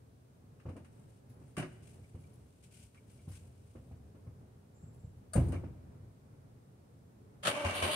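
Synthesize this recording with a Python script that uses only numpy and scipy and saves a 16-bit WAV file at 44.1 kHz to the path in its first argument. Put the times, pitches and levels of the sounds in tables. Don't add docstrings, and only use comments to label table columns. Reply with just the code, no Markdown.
import sys
import numpy as np
from scipy import signal
from scipy.fft import rfft, irfft, next_fast_len
from scipy.io import wavfile
from scipy.ndimage import map_coordinates

SR = 44100
rng = np.random.default_rng(int(sys.argv[2]) if len(sys.argv) > 2 else 0)


def master(y):
    cut = np.clip(np.atleast_2d(y).T, -1, 1)
    pcm = np.round(cut * 32767)
    wavfile.write(sys.argv[1], SR, pcm.astype(np.int16))


N = 350595
TIME = np.arange(N) / SR

# start_s, level_db
SLAM = [(5.38, -14.5)]
# start_s, puff_db, chuff_db, jolt_db
STROKES = [(7.467, -55, -51.5, 4.5), (7.645, -32, -48.5, 7), (7.821, -36, -49, 10.5)]
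# frequency_hz, density_db
KNOCK_SPECTRUM = [(130, -32), (220, -4.5), (275, -5), (381, -3.5), (459, -15.5), (579, -9), (873, -19.5),
                  (1400, -25), (1820, -35), (3080, -120)]
# frequency_hz, density_db
CLACK_SPECTRUM = [(470, -27), (800, -5), (937, -9.5), (1180, -2.5), (1270, -6.5), (1480, -2.5),
                  (1960, -5.5), (2330, -5.5), (2680, -8.5), (2880, -6), (3310, -20), (6500, -21.5),
                  (8450, -40), (14300, -120)]
# frequency_hz, correlation
ENGINE_LIKENESS = [(60, 1), (130, 0.98), (290, 0.92), (640, 0.36), (1410, -0.32), (3100, 0.17),
                   (6820, -0.28), (15000, -1.1)]
# frequency_hz, correlation
DOOR_LIKENESS = [(60, 1), (180, 1), (550, 0.7), (1650, 0.096), (4970, 0.018), (15000, 0.027)]
# frequency_hz, correlation
STREET_LIKENESS = [(60, 0.96), (150, 0.96), (380, 0.46), (950, -0.37), (2380, 0.029), (5980, -0.074),
                   (15000, -0.012)]


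def amp(db):
    return np.exp(np.asarray(db) * (np.log(10) / 20))


def unit(x):
    return x / np.sqrt(np.mean(x ** 2) + 1e-20)


def since(start_s):
    return np.maximum(TIME - start_s, 0)


def along(points, hz):
    frequencies, values = np.transpose(points)
    return np.interp(np.log(hz + 1), np.log(frequencies + 1), values)


def curve(points):
    return np.interp(TIME, *np.transpose(points))


def wobble(rate_hz, size=N):
    knots = rng.standard_normal(int(size * rate_hz / SR) + 4)
    return map_coordinates(knots, [TIME[:size] * rate_hz])


def add(track, start_s, sound):
    part = track[:, max(round(start_s * SR), 0):][:, :sound.shape[-1]]
    part += sound[..., :part.shape[1]]


def filtered(x, response):
    size = x.shape[-1]
    padded = next_fast_len(size + 8192)
    return irfft(rfft(x, padded) * response(np.fft.rfftfreq(padded, 1 / SR)), padded)[..., :size]


def coloured(pair, spectrum, likeness):
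    def response(hz):
        angle = np.arccos(np.clip(along(likeness, hz), -1, 1)) / 2
        return amp(along(spectrum, hz)) * [np.cos(angle), np.sin(angle)]
    mid, side = filtered(pair, response)
    return unit(np.array([mid + side, mid - side]))


def burst(spectrum, likeness, attack_s, t60_s):
    t = TIME[:SR // 4]
    rise = 1 - np.exp(-t / attack_s)
    envelope = rise * amp(-60 * t / t60_s)
    sound = rise * coloured(envelope * rng.standard_normal((2, len(t))), spectrum, likeness)
    return unit(sound) * np.sqrt(np.mean(envelope ** 2)) / envelope.max()


def ring(modes, attack_s):
    t = TIME[:SR // 2]
    sound = np.zeros((2, len(t)))
    for hz, db, t60_s in modes:
        phase = hz / 1500 * rng.standard_normal((2, 1))
        sound += amp(db - 60 * t / t60_s) * np.sin(2 * np.pi * hz * t + phase)
    sound *= 1 - np.exp(-t / attack_s)
    return sound / np.abs(sound).max()


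def thump(hz, attack_s, t60_s):
    t = TIME[:SR // 2]
    sound = np.sin(2 * np.pi * hz * t) * (1 - np.exp(-t / attack_s)) ** 2 * amp(-60 * t / t60_s)
    return sound / np.abs(sound).max()


def street():
    # frequency_hz, density_db
    hum_spectrum = [(15, -61), (25, -22), (54, -16), (75, -4.5), (124, 0), (162, -8), (262, -11),
                    (324, -17), (409, -14), (468, -17.5), (1380, -31.5), (2500, -42), (3250, -63),
                    (5500, -120)]
    hiss_spectrum = [(880, -23), (1500, -9.5), (2400, -9), (2540, -7.5), (3120, -8.5), (4440, -9.5),
                     (5670, -10), (7380, -10.5), (8710, -8), (15500, -17)]
    # time_s, level_db
    traffic = [(0.0, -58.5), (0.8, -56), (1.3, -56), (2.0, -56.5), (3.0, -60.5), (4.3, -56.5), (6.2, -56),
               (7.0, -56.5)]
    hum = coloured(rng.standard_normal((2, N)), hum_spectrum, STREET_LIKENESS)
    hiss = coloured(rng.standard_normal((2, N)), hiss_spectrum, STREET_LIKENESS)
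    return amp(curve(traffic) - 2 + wobble(6.6)) * hum + amp(-78) * hiss


def bird():
    # start_s, length_s, start_hz, level_db
    calls = [(4.74, 0.21, 7120, -73.5), (4.99, 0.097, 7450, -73.5)]
    top_hz, glide_s, attack_s, scatter = 7500, 0.05, 0.0066, 0.045
    out, t = np.zeros((2, N)), TIME[:SR // 2]
    for start_s, length_s, start_hz, db in calls:
        swell = (1 - np.exp(-t / attack_s)) * np.exp(-(t / length_s) ** 2)
        flutter_db = 3.1 * wobble(56, len(t))
        buzz = np.array([wobble(2000, len(t)), wobble(2000, len(t))])
        glide_hz = top_hz + (start_hz - top_hz) * np.exp(-t / glide_s)
        cycles = np.cumsum(glide_hz * (1 + scatter * buzz), axis=1) / SR
        add(out, start_s, amp(db + flutter_db) * swell * np.sin(2 * np.pi * cycles))
    return out


def reverberation(sound):
    # frequency_hz, t60_s
    decay_times = [(100, 0.94), (500, 0.64), (2500, 0.99), (10000, 0.56)]
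    tail_spectrum = [(100, -6), (2500, -13.5), (10000, -10.5)]  # frequency_hz, density_db
    hz, t, bands = signal.stft(rng.standard_normal((2, SR)), SR, nperseg=256)
    decay = amp(-60 * t / along(decay_times, hz)[:, None])
    _, tail = signal.istft(bands * decay, SR, nperseg=256)
    tail = coloured(tail, tail_spectrum, STREET_LIKENESS) / np.sqrt(SR)
    return signal.fftconvolve(sound, tail, axes=1)[:, :N]


def rustle():
    # start_s, length_s, level_db
    moves = [(0.905, 0.28, -81.5), (1.666, 0.66, -85.5), (1.825, 0.13, -73.5), (2.624, 0.01, -64.5),
             (2.707, .14, -68.5), (3.086, 0.38, -77), (3.308, 0.071, -69)]
    # frequency_hz, density_db
    cloth_spectrum = [(880, -45), (1500, -1), (1700, -10), (2240, 0), (2860, 1.5), (3650, -5), (4990, -4),
                      (6960, -2.5), (8970, 5), (11000, -7), (11800, -9), (15500, -20.5)]
    attack_s, release_s = 0.006, 0.025
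    climb_start_s, climb_end_s, fade_s = 1.4, 3.72, 0.35
    level = amp(-82.5) * (TIME > climb_start_s) * np.exp(-since(climb_end_s) / fade_s)
    for start_s, length_s, db in moves:
        move = (1 - np.exp(-since(start_s) / attack_s)) * np.exp(-since(start_s + length_s) / release_s)
        level = np.hypot(level, amp(db) * move)
    slips = rng.standard_normal((2, N)) * amp(2.2 * wobble(150) + 0.96 * wobble(24.27))
    return amp(4) * level * coloured(slips, cloth_spectrum, DOOR_LIKENESS)


def keys():
    # start_s, level_db
    jingles = [(1.289, -64), (1.9294, -74), (2.1919, -68), (2.326, -67), (3.1094, -68), (3.2796, -57),
               (4.929, -69), (5.1637, -74)]
    # frequency_hz, density_db
    key_spectrum = [(9500, -18), (10450, -20), (10760, 3), (11100, -25), (13100, -36), (13550, -11),
                    (13950, -28), (14550, -13), (15500, -24)]
    out = np.zeros((2, N))
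    for start_s, db in jingles:
        add(out, start_s, amp(db - 7) * burst(key_spectrum, DOOR_LIKENESS, attack_s=0.0051, t60_s=0.29))
    return out


def clinks():
    # start_s, level_db
    taps = [(2.04, -62.5), (2.24, -64), (2.975, -59), (3.19, -65), (5.559, -49)]
    # pitch_hz, level_db, t60_s
    modes = [(2190, -4, 0.067), (2344, -2, 0.076), (2536, -12, 0.027), (2820, -6, 0.041)]
    out = np.zeros((2, N))
    for start_s, db in taps:
        add(out, start_s, amp(db) * ring(modes, attack_s=0.0032))
    return out


def cabin():
    # frequency_hz, density_db
    boom_spectrum = [(30, -23), (45, -4.5), (62, 2.5), (95, 7.5), (135, 0), (200, -3), (300, -13.5),
                     (420, -12.5), (600, -18), (1300, -33), (3000, -45), (6000, -51.5)]
    attack_s, t60_s = 0.008, 0.88
    sway_start_s, sway_end_s = 1.4, 6.2
    t = since(SLAM[0][0])
    boom = (1 - np.exp(-t / attack_s)) * amp(-31 - 60 * t / t60_s)
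    sway = amp(-62.5 + 3.5 * wobble(12)) * (TIME > sway_start_s) * (TIME < sway_end_s)
    return np.hypot(boom, sway) * coloured(rng.standard_normal((2, N)), boom_spectrum, DOOR_LIKENESS)


def clacks():
    # start_s, clack_db, click_db, rattle_s
    contacts = [(0.598, -55.5, -76, .01), (0.6904, -64, -68.5, .01), (0.7653, -54.5, -63.5, .01),
                (0.846, -54, -66, .01), (1.4767, -67, -69, .01), (1.5671, -33.5, -47.5, .01),
                (1.5799, -34.5, -43.5, .03), (1.6241, -36.5, -64, .01), (1.7194, -60, -68, .03),
                (2.9444, -55, -69, .01), (3.314, -57, -59, .05), (5.3342, -44, -38.5, .01),
                (5.3565, -47, -43.5, .05), (5.483, -59, -55.5, .01), (5.5206, -43, -54, .03)]
    # frequency_hz, density_db
    click_spectrum = [(2940, -32), (5000, -19), (5340, -36), (6310, -19.5), (7510, -20), (8910, -8.5),
                      (9300, -9), (10200, -21), (10900, -21), (12300, -31), (15500, -34)]
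    gap_s, clack_loss_db, click_loss_db = 0.019, 1.94, 8
    out = np.zeros((2, N))
    for start_s, clack_db, click_db, rattle_s in contacts:
        for bounce, delay_s in enumerate(np.arange(0, rattle_s, gap_s)):
            clack = burst(CLACK_SPECTRUM, DOOR_LIKENESS, attack_s=0.00053, t60_s=0.18)
            click = burst(click_spectrum, DOOR_LIKENESS, attack_s=0.00053, t60_s=0.13)
            add(out, start_s + delay_s, amp(clack_db - bounce * clack_loss_db - 11) * clack)
            add(out, start_s + delay_s, amp(click_db - bounce * click_loss_db - 3.5) * click)
    return out


def thuds():
    # start_s, thud_db, knock_db
    impacts = [(0.653, -32, -48), (0.682, -36, -45), (0.757, -47, -48), (1.41, -63, -59),
               (2.143, -36.5, -54.5), (3.274, -35, -55.5), (3.749, -42, -51), (3.908, -39.5, -56),
               (4.144, -57, -57), (4.263, -38, -57), (4.829, -39, -64.5), (5.036, -36, -64),
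               (5.353, -20.5, -30), (5.527, -44, -40.5), (5.555, -37.5, -62), (5.632, -35, -47)]
    # frequency_hz, density_db
    thud_spectrum = [(26, -35), (45, -11.5), (93, 7), (300, -23.5), (390, -55), (660, -120)]
    panel_spectrum = np.array(KNOCK_SPECTRUM) * [338 / 385, 1]
    settle_s, settle_loss_db = 0.042, 11.5
    out = np.zeros((2, N))
    for start_s, thud_db, knock_db in impacts:
        add(out, start_s, amp(thud_db - 8) * thump(hz=149.4, attack_s=0.0025, t60_s=0.074))
        fittings = burst(CLACK_SPECTRUM, DOOR_LIKENESS, attack_s=0.0012, t60_s=0.22)
        add(out, start_s + 0.006, amp(knock_db - 18.5) * fittings)
        for landing_s, loss_db in [(start_s, 0), (start_s + settle_s, settle_loss_db)]:
            body = burst(thud_spectrum, DOOR_LIKENESS, attack_s=0.0024, t60_s=0.23)
            panel = burst(panel_spectrum, DOOR_LIKENESS, attack_s=0.0016, t60_s=0.17)
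            add(out, landing_s, amp(thud_db - loss_db - 7.5) * body + amp(knock_db - loss_db) * panel)
    return out


def door():
    # start_s, ring_db, knock_db
    releases = [(1.573, -28.5, -34.5), (1.588, -27, -35.5), (1.621, -36, -37.5), (1.655, -50, -47)]
    # start_s, level_db
    catches = [(5.3322, -35)]
    # pitch_hz, level_db, t60_s
    open_modes = [(111, -4.5, 0.64), (161.2, 5.5, 0.23), (265, -4.5, 0.12), (371, -8, 0.17),
                  (731, -11, 0.11), (1220, -27, 0.095), (1655, -24, .2), (2304, -20, 0.17),
                  (2940, -17, .11), (2960, -10, 0.13)]
    striker_modes = [(640, -2.5, 0.14), (1237, -7, 0.17), (1454, -16, 0.12), (1433, -10, 0.13),
                     (1660, -13, 0.25), (4480, -1.5, 0.035), (6500, -22, 0.074), (7670, -9, .1),
                     (8560, -8, .09), (8900, 5.5, 0.12)]
    shut_modes = [(68.9, 1, 0.5), (185, -22, 0.49), (253.4, -24.5, 1.8), (334, -10, 0.47), (358, -20, 0.33),
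                  (552, -4.5, 0.14)]
    out = np.zeros((2, N))
    for start_s, ring_db, knock_db in releases:
        add(out, start_s, amp(ring_db - 1) * ring(open_modes, attack_s=0.0042))
        knock = burst(KNOCK_SPECTRUM, DOOR_LIKENESS, attack_s=0.0021, t60_s=0.16)
        add(out, start_s, amp(knock_db - 5.5) * knock)
    for start_s, db in catches:
        add(out, start_s, amp(db + 2.5) * ring(striker_modes, attack_s=0.0048))
    for start_s, db in SLAM:
        add(out, start_s, -amp(db - 8.5) * ring(shut_modes, attack_s=0.00078))
        add(out, start_s, -amp(db) * thump(hz=136, attack_s=0.00029, t60_s=0.063))
    return out


def exhaust():
    out = np.zeros((2, N))
    for start_s, puff_db, chuff_db, _ in STROKES:
        puff = thump(hz=87.3, attack_s=0.0055, t60_s=0.2)
        chuff = burst(KNOCK_SPECTRUM, ENGINE_LIKENESS, attack_s=0.0029, t60_s=0.44)
        add(out, start_s, amp(puff_db + 2) * puff)
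        add(out, start_s, amp(chuff_db + 5.5) * chuff)
    return out


def pinion():
    # start_s, level_db
    strikes = [(7.431, -27), (7.4481, -19.5), (7.4554, -20.5), (7.4681, -13.5), (7.4754, -17.5),
               (7.82, -35)]
    # frequency_hz, density_db
    clash_spectrum = [(59, -43.5), (100, -4), (188, -0.5), (313, -27), (487, -1), (917, -4), (1040, -13),
                      (1210, 2.5), (2470, -7), (3120, -3), (3390, -4.5), (5630, -15.5), (9540, -10),
                      (10600, -23), (15500, -31)]
    out = np.zeros((2, N))
    for start_s, db in strikes:
        clash = burst(clash_spectrum, ENGINE_LIKENESS, attack_s=0.0026, t60_s=0.08)
        add(out, start_s, amp(db - 13.5) * clash)
    return out


def bell_housing(grinding):
    # pitch_hz, bandwidth_hz, level_db
    modes = [(385, 47, -5), (486, 39, -8), (833, 23, -10), (1076, 68, 0.5), (1190, 21, -14),
             (1557, 28, 1.5), (2283, 25, 7.5), (2335, 21, 1), (2410, 53, -2), (2765, 17, 10),
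             (2940, 67, -2.5), (3020, 19, -4), (3250, 32, -20), (3650, 23, -11)]
    drive_spectrum = [(150, -22), (400, 7), (3800, -4), (6000, -27)]  # frequency_hz, density_db

    def response(hz):
        return sum(amp(db) * 1j * hz * width_hz / (mode_hz ** 2 - hz ** 2 + 1j * hz * width_hz)
                   for mode_hz, width_hz, db in modes)
    return unit(filtered(coloured(grinding, drive_spectrum, ENGINE_LIKENESS), response))


def gear_whine(teeth):
    # multiple, level_db
    orders = [(1, -10.5), (2, 1), (3, -8), (4, -13.5)]
    # peak_s, level_db
    swells = [(7.578, -40), (7.609, -39.5), (7.649, -38.5), (7.902, -37)]
    floor_db, half_width_s = -48.5, 0.011
    swelling = sum(amp(db) * np.exp(-((TIME - peak_s) / half_width_s) ** 2) for peak_s, db in swells)
    flutter_db = 1.5 * np.array([wobble(50), wobble(50)])
    tone = sum(amp(db) * np.sin(2 * np.pi * multiple * teeth) for multiple, db in orders)
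    return (amp(floor_db) + swelling) * amp(flutter_db) * tone


def starter():
    # time_s, tooth_rate_hz
    mesh_rate = [(7.5, 288), (7.61, 297), (7.69, 284), (7.85, 304), (7.95, 296)]
    # frequency_hz, density_db
    growl_spectrum = [(88, -33), (150, -10.5), (268, -15.5), (445, -18), (583, -3), (695, -6), (844, -9),
                      (930, -9.5), (1130, -8), (1730, -13.5), (2860, -14), (3480, -35), (5440, -25.5),
                      (9180, -30.5), (15500, -77)]
    rasp_spectrum = [(1180, -44), (2000, -3.5), (2310, -29), (2590, -1), (2720, -11), (3040, 5), (3260, -3),
                     (4360, -9), (4710, -8), (5130, -32), (7230, -23.5), (9270, -4), (10300, -14.5),
                     (13200, -21.5), (15500, -34)]
    # time_s, level_db
    rasp_levels = [(7.5, -46), (7.54, -58), (7.73, -57), (7.765, -46), (7.81, -50), (7.85, -46),
                   (7.895, -49.5), (7.925, -42.5)]
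    spin_up_s, jolt_attack_s, jolt_decay_s = (7.425, 7.48), 0.0078, 0.061
    jolt_db = np.zeros(N)
    for start_s, _, _, peak_db in STROKES:
        rise = np.minimum(since(start_s) / jolt_attack_s, 1)
        jolt_db += peak_db * rise * np.exp(-since(start_s + jolt_attack_s) / jolt_decay_s)
    growl_db = -43 + jolt_db
    rasp_db = curve(rasp_levels) + 6 + 0.36 * jolt_db
    teeth = np.cumsum(curve(mesh_rate) * (1 + 0.016 * wobble(90))) / SR
    contact = amp(1.5 * np.cos(2 * np.pi * 2 * teeth) + 1.51 * wobble(300))
    grinding = lambda: contact * rng.standard_normal((2, N))
    housing = amp(growl_db - 2.4) * bell_housing(grinding())
    growl = amp(growl_db) * coloured(grinding(), growl_spectrum, ENGINE_LIKENESS)
    rasp = amp(rasp_db) * coloured(grinding(), rasp_spectrum, ENGINE_LIKENESS)
    running = np.interp(TIME, spin_up_s, [0, 1])
    return running * (growl + housing + rasp + gear_whine(teeth))


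def stereo_balance(hz):
    # frequency_hz, left_minus_right_db
    balance = [(400, 0.5), (1300, 2), (2600, 0), (4400, -4), (6500, -1.5), (9000, 27), (11500, 19.5),
               (15000, 16)]
    gains = np.array([amp(along(balance, hz)), np.ones_like(hz)])
    return gains / np.sqrt(np.mean(gains ** 2, axis=0))


def scene():
    car = thuds() + door() + cabin() + clacks() + clinks() + keys() + rustle()
    car += pinion() + starter() + exhaust()
    car = signal.sosfilt(signal.butter(2, 48, "highpass", fs=SR, output="sos"), car)
    near = filtered(car + amp(-14) * reverberation(car), stereo_balance)
    return near + bird() + street()


def record(dry):
    cutoff_hz = 15720
    return filtered(dry, lambda hz: hz < cutoff_hz)


dry = scene()
out = record(dry)
master(out)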